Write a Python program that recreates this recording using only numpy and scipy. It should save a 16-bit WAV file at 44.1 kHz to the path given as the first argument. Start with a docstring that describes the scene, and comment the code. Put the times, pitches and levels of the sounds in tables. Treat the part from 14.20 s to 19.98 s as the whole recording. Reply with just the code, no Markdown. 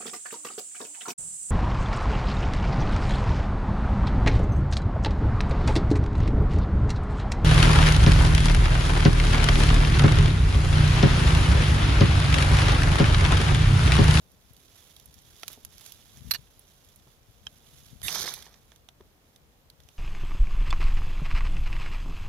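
"""Outdoors over dry grass, close to a phone: a knife strikes, taps and then scrapes a metal fire rod.
Far air is shaped noise; a breeze of low lumpy noise buffets the left port in gusts.
Grass rustles as crackling noise, stems snap as ticks with noisy tails, and dull bumps are noise knocks.
Noisy contacts ring the rod and handle; the scrape sings in bands and sparks spray as grit and crunch."""
import sys
import numpy as np
from scipy import signal
from scipy.fft import rfft, irfft, next_fast_len
from scipy.io import wavfile
from scipy.ndimage import uniform_filter1d

SR = 44100
rng = np.random.default_rng(int(sys.argv[2]) if len(sys.argv) > 2 else 0)


def pcm_store(signal):
    """Save signal as 16-bit PCM."""
    levels = np.round(np.clip(np.atleast_2d(signal), -1, 1) * 32767)
    wavfile.write(sys.argv[1], SR, levels.astype(np.int16).T)


N = 254898


def amp(db):
    """Decibels to amplitude."""
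    return 10 ** (np.asarray(db) / 20)


def evened(x):
    """Scales x to an rms of 1."""
    return x / np.sqrt(np.mean(x ** 2) + 1e-20)


def read(points, hz):
    """Reads a frequency curve, interpolating along log frequency."""
    f, value = np.transpose(points)
    return np.interp(np.log(hz + 1), np.log(f + 1), value)


def column(rows, order):
    """One column of a time curve, sample by sample."""
    return np.interp(np.arange(N) / SR, np.transpose(rows)[0], np.transpose(rows)[order])


def within(rows):
    """1 while a time curve lasts, with 5 ms fades."""
    t = np.arange(N) / SR
    return np.clip(np.minimum(t - rows[0][0], rows[-1][0] - t) * 200, 0, 1)


def add(mix, s, sound):
    """Adds a sound into the mix from s seconds on."""
    part = mix[round(s * SR):][:len(sound)]
    part += sound[:len(part)]


def colour(x, db_of):
    """Filters x by the gain db_of(Hz)."""
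    size = next_fast_len(len(x) + 4096)
    gain = amp(db_of(np.fft.rfftfreq(size, 1 / SR)))
    return irfft(rfft(x, size) * gain, size)[:len(x)]


def octaves(hz, centre_hz=4000):
    """Distance from a centre frequency in octaves."""
    return np.log2((hz + 1) / centre_hz)


def resonate(x, hz, t60):
    """A mode that may glide: shift down, let it decay, shift back."""
    turn = np.exp(2j * np.pi * np.cumsum(hz * np.ones(len(x))) / SR)
    r = 1000 ** (-1 / (t60 * SR))
    return (turn * signal.lfilter([1], [1, -r], x / turn + 1e-18)).real


def crackle(per_s, spread_db, t60):
    """Noise in short dying puffs of uneven size over a very faint floor."""
    starts = rng.random(N) < per_s / SR
    size = amp(spread_db * np.minimum(rng.exponential(1, N), 5)) * starts
    puffs = signal.lfilter([1], [1, -1000 ** (-2 / (t60 * SR))], size ** 2)  # power
    return evened(rng.standard_normal(N) * np.sqrt(puffs + 1e-9))


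def waver(per_s):
    """Slow random drift, rms 1, from noise averaged twice over 1 / per_s seconds."""
    size = round(SR / per_s)
    return evened(uniform_filter1d(uniform_filter1d(rng.standard_normal(N), size), size))


# spectrum of the far air: (frequency [Hz], density [dB per Hz])
AIR_COLOUR = [(12, 10.5), (20, 0), (43, -2), (96, -4), (332, -13.5), (452, -11.5), (1690, -21.5),
              (3330, -24), (6170, -28), (8650, -32.5), (11500, -31.5), (15200, -28.5), (16500, -66)]
# likeness of the two ports: (frequency [Hz], correlation [-1 to 1])
AIR_LIKENESS = [(60, 0.94), (240, 0.993), (950, 0.033), (3770, -0.285), (15000, 0.44)]
# balance of the two ports: (frequency [Hz], left minus right [dB])
AIR_BALANCE = [(60, -3), (240, 1), (950, 2), (3770, -3.5), (15000, 6)]
AIR_DB = -59.5


def air():
    """Far traffic and leaves as steady shaped noise, nearly alike in both ports in the bass."""
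    frames, hz = N // 256 + 5, np.fft.rfftfreq(1024, 1 / SR)
    a, b, c, d = rng.standard_normal((frames, 513, 4)).T
    same = np.clip(read(AIR_LIKENESS, hz), -1, 1)[:, None]
    lean = amp(read(AIR_BALANCE, hz)[:, None] / 2)
    left = a + 1j * b
    right = same * left + np.sqrt(1 - same ** 2) * (c + 1j * d)
    z = np.array([left * lean, right / lean]) * amp(read(AIR_COLOUR, hz)[:, None])
    return amp(AIR_DB) * evened(signal.istft(z, nperseg=1024, noverlap=768)[1][:, :N])


# spectrum of the buffeting: (frequency [Hz], density [dB per Hz])
BREEZE_COLOUR = [(12, -39.5), (20, -43.5), (53, 3), (118, 0.5), (245, -10.5), (377, -40.5), (403, -21),
                 (500, -31), (650, -70.5), (1100, -120)]
# gusts: (peak time [s], level before the port gains [dB], time to die by 20 dB [s])
GUSTS = [(0.33, -60.5, 0.13), (1.02, -61.5, 0.09), (1.36, -60.5, 0.31), (1.52, -61, 0.18),
         (2.074, -38, 0.0448), (2.17, -50, 0.0847), (3.1, -63, 0.03), (3.29, -54.5, 0.0237),
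         (3.65, -56.5, 0.17), (3.755, -43, .03), (3.855, -45, .05), (4.05, -56.5, 0.3228),
         (4.82, -60, 0.13)]
LULL_DB, LULL_WAVER_DB = -67, 2.5
GUST_RISE = 2.36  # a gust builds this many times more slowly than it dies


def breeze():
    """Lumpy low buffeting, nearly all on the left port, with gusts on a wavering lull."""
    eddies = evened(colour(crackle(150, 2.0, 0.0404), lambda hz: read(BREEZE_COLOUR, hz)))
    t = np.arange(N) / SR
    power = amp(LULL_DB + LULL_WAVER_DB * waver(6.4)) ** 2
    for s, db, fall_s in GUSTS:
        away_s = np.maximum(t - s, (s - t) / GUST_RISE)
        power = power + amp(db - 20 * away_s / fall_s) ** 2
    return eddies * np.sqrt(power) * amp([[4.], [-18.]])  # left, right


# hands and sleeves moving through dry grass: (time [s], level [dB])
RUSTLE = [(0.0, -71), (0.3, -67.5), (0.53, -61), (1.04, -62.5), (1.22, -58.5), (1.33, -54.5), (1.39, -65),
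          (1.49, -62), (1.62, -54.5), (1.72, -54), (1.79, -61), (2.15, -59.5), (2.24, -68.5), (2.4, -65.5),
          (2.75, -66.5), (3.04, -71.5), (3.3, -65.5), (3.52, -61.5), (3.75, -62), (4.3, -72.5), (4.5, -69),
          (4.62, -76), (5.2, -74.5), (5.5, -78), (5.78, -66.5)]
# basic colour of the near sounds: (frequency [Hz], density [dB per Hz])
NEAR_COLOUR = [(180, -21), (300, -10.5), (420, -10.5), (549, -19.5), (649, -8), (754, -12), (1150, -11),
               (2650, -8.5), (3470, -1), (4310, -6.5), (6450, -4), (8580, -15), (10900, -2.5),
               (15400, -14.5), (16500, -31)]
# pitches of the ticking blades of grass, thick to thin: (frequency [Hz])
TICK_HZ = (3500, 6000, 11000)
RUSTLE_WAVER_DB, TICKS_PER_S, TICKS_DB = 1.1041, 45, -10.5


def rustle():
    """Dry grass brushes in hundreds of grains a second; some blades tick on their own pitch."""
    grains = crackle(895, 0.73, 0.0274) * amp(RUSTLE_WAVER_DB * waver(16.0))
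    for hz in TICK_HZ:
        ticks = resonate(crackle(TICKS_PER_S / 3, 3.06, .014), hz, 5. / hz)
        grains = grains + amp(TICKS_DB) * evened(ticks) * np.sqrt(hz / SR)
    return evened(colour(grains, lambda hz: read(NEAR_COLOUR, hz))) * amp(column(RUSTLE, order=1))


# stems snapping and sparks popping:
# (time [s], relative level [dB], ring [Hz], ring boost [dB], tilt [dB per octave])
SNAPS = [(0.1175, -43.5, 10900, 6, 3), (0.334, -41, 12500, 5, 9), (0.3665, -39.5, 4800, 10, 2.5),
         (0.7646, -35.5, 3530, 15.5, 4), (0.7988, -34, 3380, 14, 4), (0.858, -35, 10560, 9.5, 10),
         (0.9421, -37, 5540, 8, 4.5), (1.1967, -40, 4390, 8, 2), (1.233, -20.5, 1500, 9, -4.5),
         (1.2803, -17, 3570, 5, 1.5), (1.3183, -33.5, 10700, 6.5, 9), (1.3306, -29.5, 3750, 9.5, 8.5),
         (1.4496, -21.5, 4640, 0, 3), (1.5812, -32.5, 5410, 9, 2.5), (1.6625, -26, 6700, 4.5, 2.5),
         (1.7214, -30, 3250, 9, 6), (1.9719, -42, 5950, 10.5, 0.95), (2.394, -35.5, 10260, 10, 7.5),
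         (2.6478, -40, 3800, 5.5, 3.5), (2.6883, -42.5, 6760, 13, 2.5), (2.76, -36.5, 10400, 4, 9),
         (3.8172, -31, 10900, 9.5, -3.5), (3.8826, -13.5, 2654, 20, -3), (3.9063, -19.5, 6280, 5, -0.9),
         (3.928, -19.5, 6010, 1, 11), (3.9515, -18.5, 6140, 4.5, 3), (4.0004, -21, 4260, 12.5, 5.5),
         (4.0167, -23.5, 3400, 7.5, 1.5), (4.0775, -21.5, 2040, 8.5, -6.5), (4.089, -24.5, 3680, 18.5, -8),
         (4.1392, -17, 10660, 4.5, 4), (4.177, -35.5, 3460, 4, 12), (4.2244, -29.5, 3610, 7, 0.58),
         (4.2558, -38, 6160, 8.5, -1.4), (4.2654, -38, 1873, 14.5, -9), (4.342, -39, 5610, 11, -4.5),
         (4.5187, -40, 1600, 13, -6), (4.561, -39.5, 3660, 4, 0.6), (4.6879, -33.5, 3600, 2.5, -4),
         (4.809, -43, 1300, 6, -8), (5.161, -39, 3660, 8, 0.07), (5.5004, -35, 4400, 10.5, 3),
         (5.603, -39.5, 3640, 4.5, -0.37), (5.6354, -46.5, 6100, 15, -2), (5.688, -37.5, 2840, 7.5, -3.5)]
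SNAP_T60_S = 0.01718


def snaps():
    """Each snap is one sharp tick and a short noisy tail, with its own ring and tilt."""
    out, t = np.zeros(N), np.arange(-128, 1920) / SR
    draws = rng.standard_normal((len(SNAPS), 2048))
    for (s, db, ring_hz, ring_db, tilt_db), noise in zip(SNAPS, draws):
        def snap_db(hz):
            bow = tilt_db * octaves(hz) - 0.705 * octaves(hz) ** 2
            low_cut = -10 * np.log10(1 + (450 / (hz + 1)) ** 4)
            ring = ring_db * np.exp(-(octaves(hz, ring_hz) / 0.226) ** 2)
            return read(NEAR_COLOUR, hz) + bow + low_cut + ring

        burst = 4.24 * (t == 0) + noise * (t > 0) * amp(-60 * abs(t) / SNAP_T60_S)
        tone = colour(burst, snap_db) * np.clip(1 + t / 0.000685, 0, 1)  # short fade-in
        add(out, s + t[0], amp(db - 2.5) * tone / abs(tone).max())
    return out


# fingers and handle bumping the ground: (time [s], relative level [dB], centre [Hz], t60 [s])
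BUMPS = [(1.297, -44, 650, 0.039), (1.372, -43, 221, 0.04), (2.867, -47.5, 223, 0.0425),
         (4.05, -34.5, 385, 0.046), (4.804, -40.5, 242, 0.042)]


def bumps():
    """Soft knocks without a ring: dying noise in a broad band."""
    out, t = np.zeros(N), np.arange(4096) / SR
    for (s, db, hz, t60), noise in zip(BUMPS, rng.standard_normal((len(BUMPS), 4096))):
        knock = colour(noise, lambda f: -3.5 * octaves(f, hz) ** 2)
        knock = knock * np.minimum(t / 0.00693, 1) * amp(-60 * t / t60)
        add(out, s, amp(db - 5.5) * knock / abs(knock).max())
    return out


# hot sparks and the blade crunching into the tinder: (time [s], relative level [dB])
SPRAY = [(3.877, -37), (3.937, -38.5), (3.951, -31.5), (3.971, -38.5), (4.0, -35), (4.094, -38.5),
         (4.13, -46), (4.24, -56), (4.35, -66.5), (4.4, -75)]
# colour of grit and crunch: (frequency [Hz], density [dB per Hz])
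SPRAY_COLOUR = [(88, -32), (150, -0.5), (245, -14.5), (378, -6.5), (518, -7.5), (1560, -6.5), (2400, -7.5),
                (2700, -17.5), (3290, -3.5), (4690, -5), (6170, -4), (7510, -15.5), (12500, -7),
                (15600, -25), (16500, -27)]
# modes of the free blade: (frequency [Hz], relative level [dB])
BLADE = [(3650, -17), (4300, -18.5), (5150, -11), (6120, -8)]
SPLIT_HZ = 2500  # grit lies above, crunch below
CRUNCH_DB, CRUNCH_SLOPE = -8.5, -0.203  # the crunch fades more slowly than the grit


def spray():
    """Bright fine grit rings the blade in shifting patches, over a coarser dull crunch."""
    def above(hz):
        return -10 * np.log10(1 + (SPLIT_HZ / (hz + 1)) ** 6)

    def below(hz):
        return above(SPLIT_HZ ** 2 / (hz + 1))

    grit = crackle(1100, 1.96, 0.0126) + amp(-7) * crackle(220, 2.5, .003)
    grit = evened(colour(grit, lambda hz: read(SPRAY_COLOUR, hz) + above(hz)))
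    grip_db = column(SPRAY, order=1) + 38  # the blade rings less once it rests in the tinder
    for hz, db in BLADE:
        patch = evened(uniform_filter1d(rng.standard_normal(N), size=900))
        ring = evened(resonate(grit, hz, .011))
        grit = grit + amp(db + 4. * patch + .35 * grip_db) * ring
    crunch = colour(crackle(430, 2.9, 0.0303), lambda hz: read(SPRAY_COLOUR, hz) + below(hz))
    crunch = evened(crunch) * amp(CRUNCH_DB + CRUNCH_SLOPE * grip_db)
    return (amp(-2.5) * grit + crunch) * amp(column(SPRAY, order=1)) * within(SPRAY)


def strike(contact, modes, hard_db, damping):
    """A contact force rings a set of modes, tinted by half the near colour."""
    ring = sum(amp(db + hard_db * octaves(hz)) * resonate(contact, hz, damping * t60)
               for hz, db, t60 in modes)
    return colour(ring, lambda hz: .5 * read(NEAR_COLOUR, hz))


# knife handle tapping the rod's grip: (time [s], relative level [dB], hardness [dB per octave])
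TAPS = [(2.2723, -56, -15), (3.2674, -27, -3.5)]
# handle modes: (frequency [Hz], relative level [dB], t60 before damping [s])
HANDLE = [(1638, -14, 0.0185), (2710, -6, 0.0177), (3126, -4, 0.0172), (3910, -16, 0.029),
          (5307, -1, 0.0114), (9300, -24, 0.014)]


def taps():
    """A dull contact of 4 ms rings the handle."""
    out, t = np.zeros(N), np.arange(3000) / SR
    for (s, db, hard_db), draw in zip(TAPS, rng.standard_normal((len(TAPS), 3000))):
        push = np.sin(np.pi * np.minimum(t / 0.004, 1) ** 0.584)
        hit = strike(uniform_filter1d(draw, size=3) * push, HANDLE, hard_db, damping=0.854)
        add(out, s, amp(db) * hit / abs(hit).max())
    return out


# blade striking the rod:
# (time [s], relative level [dB], end of chatter [ms], hardness [dB per octave])
BLOWS = [(2.1097, -10, 11.55, 0.5), (2.124, -29, 1.8, 6), (2.1365, -20, 8.8, 4), (2.146, -20, 11.93, -4.5),
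         (2.1582, -25.5, 5.87, -7)]
# blade and rod together: (frequency [Hz], relative level [dB], t60 before damping [s])
ROD = [(1777, -9.5, 0.042), (2850, -8, 0.072), (4172.5, 2, 0.052), (4570, 3, 0.03694), (5400, -17, 0.0425),
       (5860, -13.5, 0.023), (7310, -34.5, 0.036), (8008, -10.5, 0.0468), (10000, -33.5, 0.06),
       (10550, -22.5, 0.051), (10970, -10, 0.062), (11760, -5.5, 0.088), (12080, -3, 0.041),
       (14010, -29.5, 0.11)]


def blows():
    """The edge hits and skids for some milliseconds; the gripped rod rings briefly."""
    out, t = np.zeros(N), np.arange(4000) / SR
    for (s, db, chatter_ms, hard_db), draw in zip(BLOWS, rng.standard_normal((len(BLOWS), 4000))):
        skid = 1.3 * np.clip((chatter_ms - 1000 * t) / 5.94, 0, 1)
        contact = draw * abs(draw) * (skid + np.exp(-t / 0.00036))
        crack = colour(contact, lambda hz: -5. * octaves(hz, 2310) ** 2)
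        hit = evened(strike(contact, ROD, hard_db, damping=0.388)) + amp(-11.5) * evened(crack)
        add(out, s, amp(db - 12.5) * hit / np.std(hit[:300]))
    return out


# the blade dragged down the rod:
# (time [s], relative level [dB], pitch factor on the bands [ratio], hardness [dB per octave])
STROKE = [(3.826, -56.5, 1.17, -4.5), (3.833, -44.5, 1.008, 4), (3.86, -40.5, 1.024, 0.48),
          (3.878, -41.5, 1.05, 1.5), (3.9, -49.5, 1.043, 5.5)]
# bands that sing under the pressed edge:
# (frequency before the pitch factor [Hz], width above the common 370 Hz [Hz], relative level [dB])
RASP = [(1915, 43, -2.5), (3600, 43, -1), (4500, 46, -11), (6200, 110, -7.5), (7230, 31, -8.5),
        (7860, 40, -6), (10454, 24, 0.5), (10990, 39, 1.5), (11440, 40, -1), (13920, 150, -14.5)]


def stroke():
    """Dense slips of the edge sing in broad bands that glide together, with a hiss."""
    slips = crackle(3900, 1.1, 0.00604)
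    pitch, hard_db = column(STROKE, order=2), column(STROKE, order=3)
    ring = 0
    for hz, width_hz, db in RASP:
        t60 = np.log(1000) / np.pi / (370.0 + width_hz)
        twice = resonate(resonate(slips, hz * pitch, t60), hz * pitch, t60)  # steep skirts
        ring = ring + amp(db + hard_db * octaves(hz)) * evened(twice)
    hiss = evened(colour(slips, lambda hz: read(NEAR_COLOUR, hz)))
    scrape = amp(-4.5) * ring + amp(-2.0) * hiss
    return scrape * amp(column(STROKE, order=1)) * within(STROKE)


# the phone body shades the left port: (frequency [Hz], left minus right [dB])
SHADOW = [(60, 3.5), (150, 2.0), (380, 0.5), (950, -2.0), (2380, -9.0), (5980, -12.0), (15000, -11.0)]
LEAD_S = 5e-5  # near sounds reach the left port this much earlier


def ports(near):
    """The right port hears near sounds directly; the shaded left hears them early, treble scattered."""
    t, turn = np.arange(900) / SR, 2 * np.pi * 11 * np.arange(N) / SR
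    paths = rng.standard_normal((2, 900)) * amp(-60 * t / 0.04)
    paths = paths / np.linalg.norm(paths[0])
    # two random echo paths trade places at 11 Hz
    moving = signal.oaconvolve(near * [np.sin(turn), np.cos(turn)], paths, axes=1)
    size = next_fast_len(N)
    hz = np.fft.rfftfreq(size, 1 / SR)
    share = 0.9 / (1 + (1800 / (hz + 1)) ** 2)  # energy share of the scatter
    right, shade = rfft(near, size), amp(read(SHADOW, hz))
    early = right * np.exp(2j * np.pi * hz * LEAD_S)
    left = np.sqrt(1 - share) * early + np.sqrt(share) * rfft(moving.sum(0)[:N], size)
    balance = 2 / np.sqrt(1 + shade ** 2)  # evens the summed power across frequency
    return irfft(np.array([shade * left, right]) * balance, size)[:, :N]


def scene():
    """Near sounds through the two ports, over the breeze and the far air."""
    near = rustle() + snaps() + bumps() + blows() + taps() + stroke() + spray()
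    return ports(near) + breeze() + air()


def record(dry):
    """The microphone drops the deepest bass; then a band limit cuts the top treble."""
    thin = signal.sosfilt(signal.butter(3, 38, "high", fs=SR, output="sos"), dry)
    band_limit = signal.firwin(511, 16000, window=("kaiser", 9), fs=SR)
    return signal.oaconvolve(thin, band_limit[None], "same")


dry = scene()
out = record(dry)
pcm_store(out)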